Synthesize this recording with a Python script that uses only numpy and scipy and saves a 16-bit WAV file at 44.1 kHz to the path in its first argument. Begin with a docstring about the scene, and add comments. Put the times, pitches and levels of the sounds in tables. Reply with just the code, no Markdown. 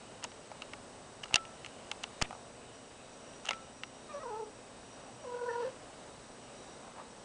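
"""Room rumble, camera hiss and buzz lie under everything, with faint wavering bands: coloured noise and sines.
From the start a hand shifts on the plastic camera body: sharp clicks excite its resonances, fingers slide,
loose parts rattle, and two blows set a small metal part ringing.
Then a cat on a bed gives two short trilled calls, built from harmonics and breath noise, in a quiet room.
Between the calls and after them the bedding rustles in bursts of grainy noise."""
import sys
import numpy as np
from scipy import signal
from scipy.fft import rfft, irfft, next_fast_len
from scipy.io import wavfile
from scipy.ndimage import map_coordinates

SR = 44100
rng = np.random.default_rng(int(sys.argv[2]) if len(sys.argv) > 2 else 0)


def attenuation_scalar(level_db):
    """Turn a level in dB into a linear amplitude multiplier (20 dB per decade)."""
    decades = np.asarray(level_db, float) / 20
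    return 10 ** decades


def wav_out(sig):
    """Save sig, one row per channel (or a flat mono array), as 16-bit PCM at SR to the path in sys.argv[1]."""
    wavfile.write(sys.argv[1], SR, np.round(np.clip(np.atleast_2d(sig).T, -1, 1) * 32767).astype(np.int16))


N = 319697
T = np.arange(N) / SR  # time of each sample in seconds
SLIDE_RISE_S, SLIDE_FALL_S = 0.0021, 0.006  # slides and rattles: seconds per 20 dB
THROAT_RISE_S, THROAT_FALL_S = 0.026, 0.027  # rough throat sounds: seconds per 20 dB


def unit(x):
    """Scales a sound to an rms of 1."""
    return x / np.sqrt(np.mean(x ** 2) + 1e-20)


def curves(rows):
    """Draws straight lines between the rows: one curve for each column after the time."""
    s, *cols = np.transpose(rows)
    return [np.interp(T, s, c) for c in cols]


def wobble(rate):
    """A smooth random curve through `rate` random points a second."""
    points = rng.standard_normal(int(N * 200 / SR) + 4)
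    return map_coordinates(points, [T * rate])


def filtered(x, response):
    """Multiplies the spectrum of x by a response that depends on frequency."""
    m = next_fast_len(N + 8192)  # room at the end for the filter to ring out
    return irfft(rfft(x, m) * response(np.fft.rfftfreq(m, 1 / SR)), m)[:N]


def noise(spectrum):
    """Noise of rms 1, coloured by points of (Hz, dB)."""
    f, level = np.transpose(spectrum)

    def colour(hz):
        return attenuation_scalar(np.interp(np.log(hz + 1), np.log(f + 1), level))

    return unit(filtered(rng.standard_normal(N), colour))


def resonant(x, peaks):
    """Adds up (Hz, width, dB) resonances; neighbours alternate in sign, so no notch opens between them."""
    def response(f):
        return sum((-1) ** k * attenuation_scalar(db) * 1j * f * w / (c * c - f * f + 1j * f * w)
                   for k, (c, w, db) in enumerate(peaks))

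    return filtered(x, response)


def twice(x, peaks):
    """Passes x through the resonances twice, so the sides of each peak fall steeply."""
    return resonant(resonant(x, peaks), peaks)


def strokes(rows, rise_s, fall_s):
    """Gain of (start, length, dB) strokes that swell, hold and fade; the times are for 20 dB."""
    gain = 0
    for s, length, db in rows:
        steps_away = np.maximum((s - T) / rise_s, (T - s - length) / fall_s)
        gain = gain + attenuation_scalar(db - 20 * np.maximum(0, steps_away))
    return gain


def hiss():
    """Room rumble and microphone hiss: coloured noise whose level drifts slowly."""
    # Colour of the noise. Each row: frequency in Hz, relative level in dB.
    floor = [(12, -34), (20, -8), (86, -5.5), (115, -2.5), (146, -4.5), (199, -3.5), (295, -3.5), (582, 0),
             (2330, -15.5), (2870, -17.5), (4590, -17.5), (5660, -18), (7350, -19), (8160, -19.5),
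             (10300, -22.5), (13400, -77), (22000, -120)]
    return attenuation_scalar(-52.5 + 0.72 * wobble(3.153)) * noise(floor)


def buzz():
    """The camera electronics hum at multiples of the frame rate, each tone wavering a little."""
    frame_hz = 29.97
    # Tones of the electronics. Each row: multiple of the frame rate, rms level in dB before the wavering.
    tones = [(4, -71), (5, -80), (7, -71), (8, -68), (9, -69), (260, -88), (261, -82), (262, -73),
             (263, -74), (264, -83), (266, -89), (268, -86), (269, -87), (270, -79), (271, -69), (272, -84),
             (273, -86)]
    total = 0
    for k, db in tones:
        level = np.sqrt(2) * attenuation_scalar(db + 0.34 * wobble(9.0))
        total = total + level * np.sin(2 * np.pi * (k * frame_hz * T + rng.random()))
    return total


def whirr():
    """Faint narrow bands of noise that waver."""
    # Narrow bands. 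Each row: frequency in Hz, width of one filter pass in Hz, level in dB before the wavering.
    bands = [(2560, 260, -74), (2930, 330, -71), (3790, 300, -73)]
    total = 0
    for hz, width, db in bands:
        band = unit(twice(rng.standard_normal(N), [(hz, width, 0)]))
        total = total + attenuation_scalar(db + 3.1 * wobble(7.4)) * band
    return total


def flutter():
    """A thin band of noise comes and goes in flickering spells."""
    # Spells of the band. Each row: start in seconds, length in seconds, level in dB before the flicker.
    spells = [(0.32, 0.089, -69), (0.92, .3, -75), (1.45, 0.11, -67), (2.27, 0.26, -69), (2.75, 0.12, -69),
              (3.1, .33, -68), (3.56, 0.43, -69), (4.09, .3, -67.5), (4.46, .2, -73), (4.85, 0.41, -68),
              (5.4, 0.34, -69.5), (6.2, 0.24, -70), (6.55, 0.31, -68), (7.1, .15, -74)]
    # The thin band. Each row: frequency in Hz, width of one filter pass in Hz, level in dB.
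    thin = [(5740, 230, 0)]
    edge_s = 0.11  # seconds per 20 dB
    flicker = attenuation_scalar(2.7 * wobble(30))
    return strokes(spells, edge_s, edge_s) * flicker * unit(twice(rng.standard_normal(N), thin))


def click_forces():
    """Each click is a snap with a short gritty tail; faint noise is heard swelling just before it."""
    # Clicks of the hand on the camera. Each row: time in seconds, force in dB, then levels over
    # the force in dB of shell, hollow knock and bright crack.
    hits = [(0.2273, -43, -5, 3, -20), (0.2347, -45, 8, -3, -11), (0.2407, -35, -3, -6, 12.5),
            (0.244, -35.5, -4, 0, -8), (0.246, -36, 0, -1, 3), (0.2492, -42, 4, 2, -20),
            (0.3181, -42.5, -12, 1, -25), (0.516, -47, -14, 15, -3), (0.6206, -32, -0.5, -3, -8),
            (0.735, -30.5, -13, -4, -24), (1.2336, -41.5, -2, -6, 4), (1.2377, -43, 2, -13, 3),
            (1.2423, -45, 5, 3, 13), (1.2567, -40, -8, 1.5, -10), (1.282, -49, 4, -10, 3),
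            (1.2922, -54, 7, -10, -4), (1.3097, -47, -16, 12, -6), (1.3266, -39, -30, 4, -25),
            (1.3342, -37, -2, 3, -28), (1.3424, -20.5, 7, -6.5, 9), (1.358, -20.5, 9.5, -0.5, 11.5),
            (1.3637, -24, -10, -4, -35), (1.4523, -43.5, 4, -8, -4), (1.647, -37, -2, -3, -9),
            (1.662, -33.5, -5, -9, -3.5), (1.915, -25, 1.5, -6.5, -3), (2.0358, -45.5, 9, -18, 17),
            (2.0395, -27.5, 1, -6, -10), (2.2151, -22, -20, -1, -5.5), (2.2195, -20, -14, -6, -8),
            (2.2233, -24, 0, -9, 9.5), (2.229, -51, 0, -1, -25), (2.2345, -58, -10, 7, -25),
            (2.2385, -57, -13, -4, -25), (2.2435, -54, 0, 7, -25), (2.2465, -50.5, -12, 15, -25),
            (2.2535, -48, -14, -8, -23), (2.308, -42.5, -27, 12.5, -23), (2.328, -51, -22, 16, -20),
            (2.3505, -53.5, -13, 15.5, -10), (3.3345, -53, 7.5, -12, -6), (3.4504, -49, 2, 11.5, 3),
            (3.4552, -42, 4, -7, 10.5), (3.4643, -42, 6, -10, 4), (3.472, -41, 3, 4, 2),
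            (3.4872, -30, 0, -1, -8), (3.4903, -26, 7, -0.5, 5), (3.5087, -20.5, -21, -4.5, -11),
            (3.5326, -32, -5, -10, -8), (3.8351, -30, 1, -6, -9)]
    # Gritty tail, for hollow, rim, shell and bright edge: start level under the snap in dB.
    grit_db = [-22, -16.5, -23, -16.5]
    # The same four parts: time in seconds for the tail to fall by 60 dB.
    grit_t60 = [0.036, 0.02, 0.016, 0.0091]
    force = np.zeros((4, N + SR))
    t = np.arange(SR // 16) / SR
    early = SR // 200  # samples of faint noise heard ahead of the snap
    after = t - early / SR
    tail = attenuation_scalar(grit_db)[:, None] * attenuation_scalar(-60 * after / np.array(grit_t60)[:, None])
    pre_echo = 0.04 * attenuation_scalar(20 * after / 0.003)  # swells by 20 dB in 3 ms
    noise_gain = np.where(after > 0, tail, pre_echo)
    for s, db, shell_db, hollow_db, bright_db in hits:
        levels = db + np.array([hollow_db, 0, shell_db, bright_db])
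        snap = noise_gain * rng.standard_normal(len(t)) - (after == 0)
        force[:, round(s * SR) - early:][:, :len(t)] += attenuation_scalar(levels)[:, None] * snap
    return force[:, :N]


def camera_body(force):
    """The forces ring the hollow, rim, shell and bright edge; the hollow also rings on in its cavity."""
    # Resonances of the hollow inside, the rim, the shell, the bright edge and the cavity.
    # Each row: frequency in Hz, width in Hz, level in dB (hollow and rim: for one of two filter passes).
    hollow = [(753, 526, -1.5), (1326, 505, -1.5)]
    rim = [(2080, 2020, 0)]
    shell = [(2720, 180, 0), (3200, 800, -6), (3850, 500, -8)]
    bright = [(4700, 850, 5.5), (6700, 1190, 4), (8620, 1300, 0.5)]
    cavity = [(1090, 110, 0)]
    cavity_db = -9
    blow = 1. * (np.arange(N) == 0)  # a single-sample blow, to scale each response to a peak of 1
    parts = (twice, hollow), (twice, rim), (resonant, shell), (resonant, bright)
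    out = 0
    for push, (ring, peaks) in zip(force, parts):
        out = out + ring(push, peaks) / np.abs(ring(blow, peaks)).max()
    ring_on = resonant(force[0], cavity) / np.abs(resonant(blow, cavity)).max()
    return out + attenuation_scalar(cavity_db) * ring_on


def finger_slides(grains):
    """Sliding fingers drive the same four body parts with grainy noise."""
    # Slides. Each row: start in seconds, length in seconds, level in dB before the shares below.
    rubs = [(1.232, 0.014, -52), (1.346, 0.01, -59), (2.029, .008, -56), (2.216, 0.008, -46),
            (2.306, .006, -75), (3.453, 0.025, -52), (3.485, 0.0041, -49), (3.495, 0.053, -61)]
    shares = [[.1], [.3], [.18], [.06]]  # for hollow, rim, shell and bright edge
    return strokes(rubs, SLIDE_RISE_S, SLIDE_FALL_S) * grains * shares


def thumps():
    """Pushes on the body: a pressure pulse that rises, then dies away through a slow swing."""
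    # Pushes. Each row: start in seconds, approximate peak in dB, rise time in seconds.
    pushes = [(1.342, -27, 0.00053), (2.2233, -22.5, 0.00083), (2.225, -43, 0.0056), (2.235, -53, .02)]
    t = np.arange(SR // 16) / SR
    out = np.zeros(N + SR)
    for s, db, rise in pushes:
        pulse = t / rise * np.exp(1 - t / rise) * np.cos(0.21 * t / rise)
        out[round(s * SR):][:len(t)] += attenuation_scalar(db) * pulse
    return out[:N]


def metal_part():
    """A small metal part is struck and rings in fading sine tones."""
    # Strikes on the metal. Each row: time in seconds, level in dB.
    strikes = [(1.363, -39.5), (3.508, -40.5)]
    # Tones of the metal. Each row: frequency in Hz, level over the strike in dB, seconds to fall by 60 dB.
    modes = [(1328, 0, .4), (2654, -22, .3)]
    t = np.arange(SR // 2) / SR
    out = np.zeros(N + SR)
    for s, db in strikes:
        ping = sum(attenuation_scalar(level - 60 * t / t60) * np.sin(2 * np.pi * hz * t) for hz, level, t60 in modes)
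        out[round(s * SR):][:len(t)] += attenuation_scalar(db) * ping * (1 - np.exp(-t / 0.00097))  # soft onset
    return out[:N]


def loose_parts(grains):
    """Loose parts rattle after a heavy knock: grainy noise through two resonances."""
    # Rattles. Each row: start in seconds, length in seconds, rms level in dB.
    shakes = [(1.367, .016, -44), (2.227, .029, -47), (3.494, .012, -46), (3.512, .012, -51)]
    # Resonances of the parts. Each row: frequency in Hz, width in Hz, level in dB, for one of two passes.
    band = [(2150, 700, 0), (3700, 500, -3)]
    return strokes(shakes, SLIDE_RISE_S, SLIDE_FALL_S) * unit(twice(grains, band))


def handling():
    """The hand on the camera: clicks and slides ring the body, with thumps, metal and rattles."""
    grains = unit(attenuation_scalar(5 * wobble(190)) * rng.standard_normal(N))  # shared by slides and rattles
    body = camera_body(click_forces() + finger_slides(grains))
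    return body + thumps() + metal_part() + loose_parts(grains)


def cat():
    """Vocal fold harmonics; a trill shakes pitch and strength, and an open mouth lifts the overtones."""
    # The calls, one list each. Each row: time in seconds, pitch in Hz before the trill, effort in dB,
    # mouth opening in dB, breathiness in dB over the effort.
    meows = [
        [(4.088, 611, -64, -2, -12), (4.098, 618, -51.5, 1, -9), (4.125, 586.4, -56, 5.5, -8),
         (4.15, 574, -41.5, -10, -18), (4.182, 563, -48.5, -2, -13), (4.203, 636.5, -52.5, -6, -14),
         (4.229, 653, -56, 2, -9), (4.235, 532, -44, -3, -13), (4.25, 525, -49.5, 1, -15),
         (4.262, 465, -45.5, 2, -28), (4.29, 498, -48, -1, -21), (4.302, 483, -46, -2, -20),
         (4.308, 418, -43.5, -4, -18), (4.365, 434.4, -45, 2, -17), (4.398, 458, -44, -4, -24),
         (4.418, 425, -40.5, -9, -28), (4.438, 437, -43, -6, -29), (4.452, 418, -60, -4, -15),
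         (4.473, 428, -46.5, -8, -28), (4.5, 420, -62, -11, -14)],
        [(5.228, 638, -62, -16, -12), (5.242, 656, -46, -16, -12), (5.25, 532, -47, -8, -15),
         (5.266, 491, -43.5, -13, -19), (5.3, 489, -48, -3, -15), (5.35, 486.4, -39, -10, -18),
         (5.4, 488.6, -46.5, -1.5, -22), (5.434, 479.5, -35.5, -16, -24), (5.462, 489.5, -45.5, 1, -22),
         (5.49, 483, -36, -8, -32), (5.508, 448, -44, 2, -13), (5.518, 482.6, -40, -8, -20),
         (5.528, 471.7, -51, 7.5, -7), (5.56, 475.3, -42, 0.5, -18), (5.594, 476.7, -38.5, -8, -23),
         (5.62, 488.6, -37.5, -6, -14), (5.636, 437, -40.5, -8, -16), (5.652, 516, -38, -17, -15),
         (5.672, 521, -36, -21, -19), (5.7, 521, -42, -19, -15), (5.712, 520, -55, -25, -11),
         (5.725, 540, -58, -28, -4)],
    ]
    # Beats a second (Hz) of the trill in the throat, one for each call.
    trills = [34.9, 42.14]
    # Depth of the trill in dB added by each harmonic, one for each call.
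    trill_depths = [0, 1.1]
    # Nasal colour, one list per call. Each row: time in seconds, lift of the 3rd and of the 4th harmonic in dB.
    nasal_rows = [
        [(4.09, 1, 11), (4.14, -8, -1), (4.17, -3, 3), (4.22, 1, 2), (4.25, -4, 3), (4.32, -1.5, -3),
         (4.41, -5, -3), (4.46, -11, -3)],
        [(5.25, -9, -6), (5.32, -10, -6), (5.38, -1, -1), (5.44, -1.5, -5), (5.49, 2.5, -2), (5.56, 1, -1),
         (5.63, -3, 0), (5.68, 1, 3)],
    ]
    # Phase roughness in radians, growing with the harmonic number, one for each call.
    jitters = [.1, .22]
    # Overtones from the 2nd up. Each row: level over the effort in dB, dB gained per dB of mouth opening,
    # dB gained per dB of breathiness.
    overtones = [(0, 1, 0), (-9.5, .7, 0), (-14, .6, .6)]
    # Breath resonances of the throat. Each row: frequency in Hz, width in Hz, level in dB, for one of two passes.
    throat = [(950, 250, 7.5), (1690, 120, 0), (2610, 260, 2.5), (4600, 1400, -3)]
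    # Mouth wide open. Each row: start in seconds, length in seconds, level in dB before the roughness.
    wide = [(5.45, .06, -73), (5.54, .085, -68)]
    lag_rad = .22  # harmonic k lags by this times k squared
    breath = unit(twice(rng.standard_normal(N), throat))
    voice = np.zeros(N)
    for rows, trill_hz, trill_db, nasal, jitter in zip(meows, trills, trill_depths, nasal_rows, jitters):
        hz, effort_db, open_db, airy_db = curves(rows)
        beat = 2 * np.pi * trill_hz * (T - rows[0][0])
        sounding = (T > rows[0][0]) & (T < rows[-1][0])
        shaken_hz = hz * (1 + 0.018 * np.cos(beat + 0.59) + 0.00335 * wobble(120))
        phase = 2 * np.pi * np.cumsum(shaken_hz) / SR
        levels = [effort_db]
        levels += [effort_db + db + opens * open_db + airs * airy_db for db, opens, airs in overtones]
        levels[2:] = np.add(levels[2:], curves(nasal))
        for k, db in enumerate(levels, 1):
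            throb_db = (1.2 + trill_db * k) * np.cos(beat) + .8 * k * wobble(60)
            roughness = jitter * (k - 1) * k / 2 * wobble(110)
            tone = np.cos(k * phase - lag_rad * k * k + roughness)
            voice += sounding * np.sqrt(2) * attenuation_scalar(db + throb_db) * tone
        # rough 9th and 10th harmonics
        shine = sum(np.cos(k * phase + 1.3 * wobble(190)) for k in (9, 10))
        wide_gain = strokes(wide, THROAT_RISE_S, THROAT_FALL_S) * attenuation_scalar(4.9 * wobble(170))
        voice += sounding * wide_gain * shine
        puffs = 1 + .9 * np.cos(phase)  # air puffs once a cycle
        voice += sounding * attenuation_scalar(effort_db + airy_db) * breath * puffs
    return voice


def room(x):
    """A soft-furnished bedroom adds a short diffuse tail: fading noise convolved with the sound."""
    t60_s, tail_db = .22, -13
    t = np.arange(SR // 3) / SR
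    tail = rng.standard_normal(len(t)) * attenuation_scalar(-60 * t / t60_s) * (t > .004)  # starts after 4 ms
    return x + attenuation_scalar(tail_db) * signal.fftconvolve(x, tail / np.linalg.norm(tail))[:N]


def bedding():
    """Cloth rubs in soft grainy bursts of coloured noise."""
    # Bedding moves. Each row: start in seconds, length in seconds, level in dB.
    moves = [(4.97, 0.12, -58.5), (6.83, .06, -56.5), (6.955, 0.061, -55.5), (6.985, 0.016, -51)]
    # Colour of the cloth noise. Each row: frequency in Hz, relative level in dB.
    cloth = [(300, -30), (550, -6), (800, 0), (1150, -5), (1600, -14), (3000, -26), (11000, -60)]
    rise_s, fall_s = 0.02, 0.041  # seconds per 20 dB
    return strokes(moves, rise_s, fall_s) * unit(attenuation_scalar(0.75 * wobble(190)) * noise(cloth))


def throat_rasp():
    """The cat's throat rasps in the second call: a narrow band of uneven noise."""
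    # Rasps. Each row: start in seconds, length in seconds, level in dB.
    bursts = [(5.496, 0.022, -51), (5.54, .02, -58), (5.625, 0.058, -55)]
    # The rasp's band. Each row: frequency in Hz, width of one filter pass in Hz, level in dB.
    band = [(1780, 110, 0)]
    rasp = unit(attenuation_scalar(4.7 * wobble(45)) * twice(rng.standard_normal(N), band))
    return strokes(bursts, THROAT_RISE_S, THROAT_FALL_S) * rasp


def scene():
    """Steady noise under the hand on the camera, the cat in the room and the bedding."""
    background = hiss() + buzz() + whirr() + flutter()
    cat_in_room = room(cat() + throat_rasp())
    return (background + handling() + cat_in_room + bedding())[None]


def top_cut(x):
    """Nothing passes above the cut-off."""
    return signal.sosfilt(signal.butter(12, 10470, fs=SR, output="sos"), x)


def record(dry):
    """The camera keeps next to nothing above its band limit."""
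    top_hz = 9987
    kept = filtered(dry[0], lambda hz: 1 / (1 + (hz / top_hz) ** 90))
    return top_cut(kept[None])


dry = scene()
out = record(dry)
wav_out(out)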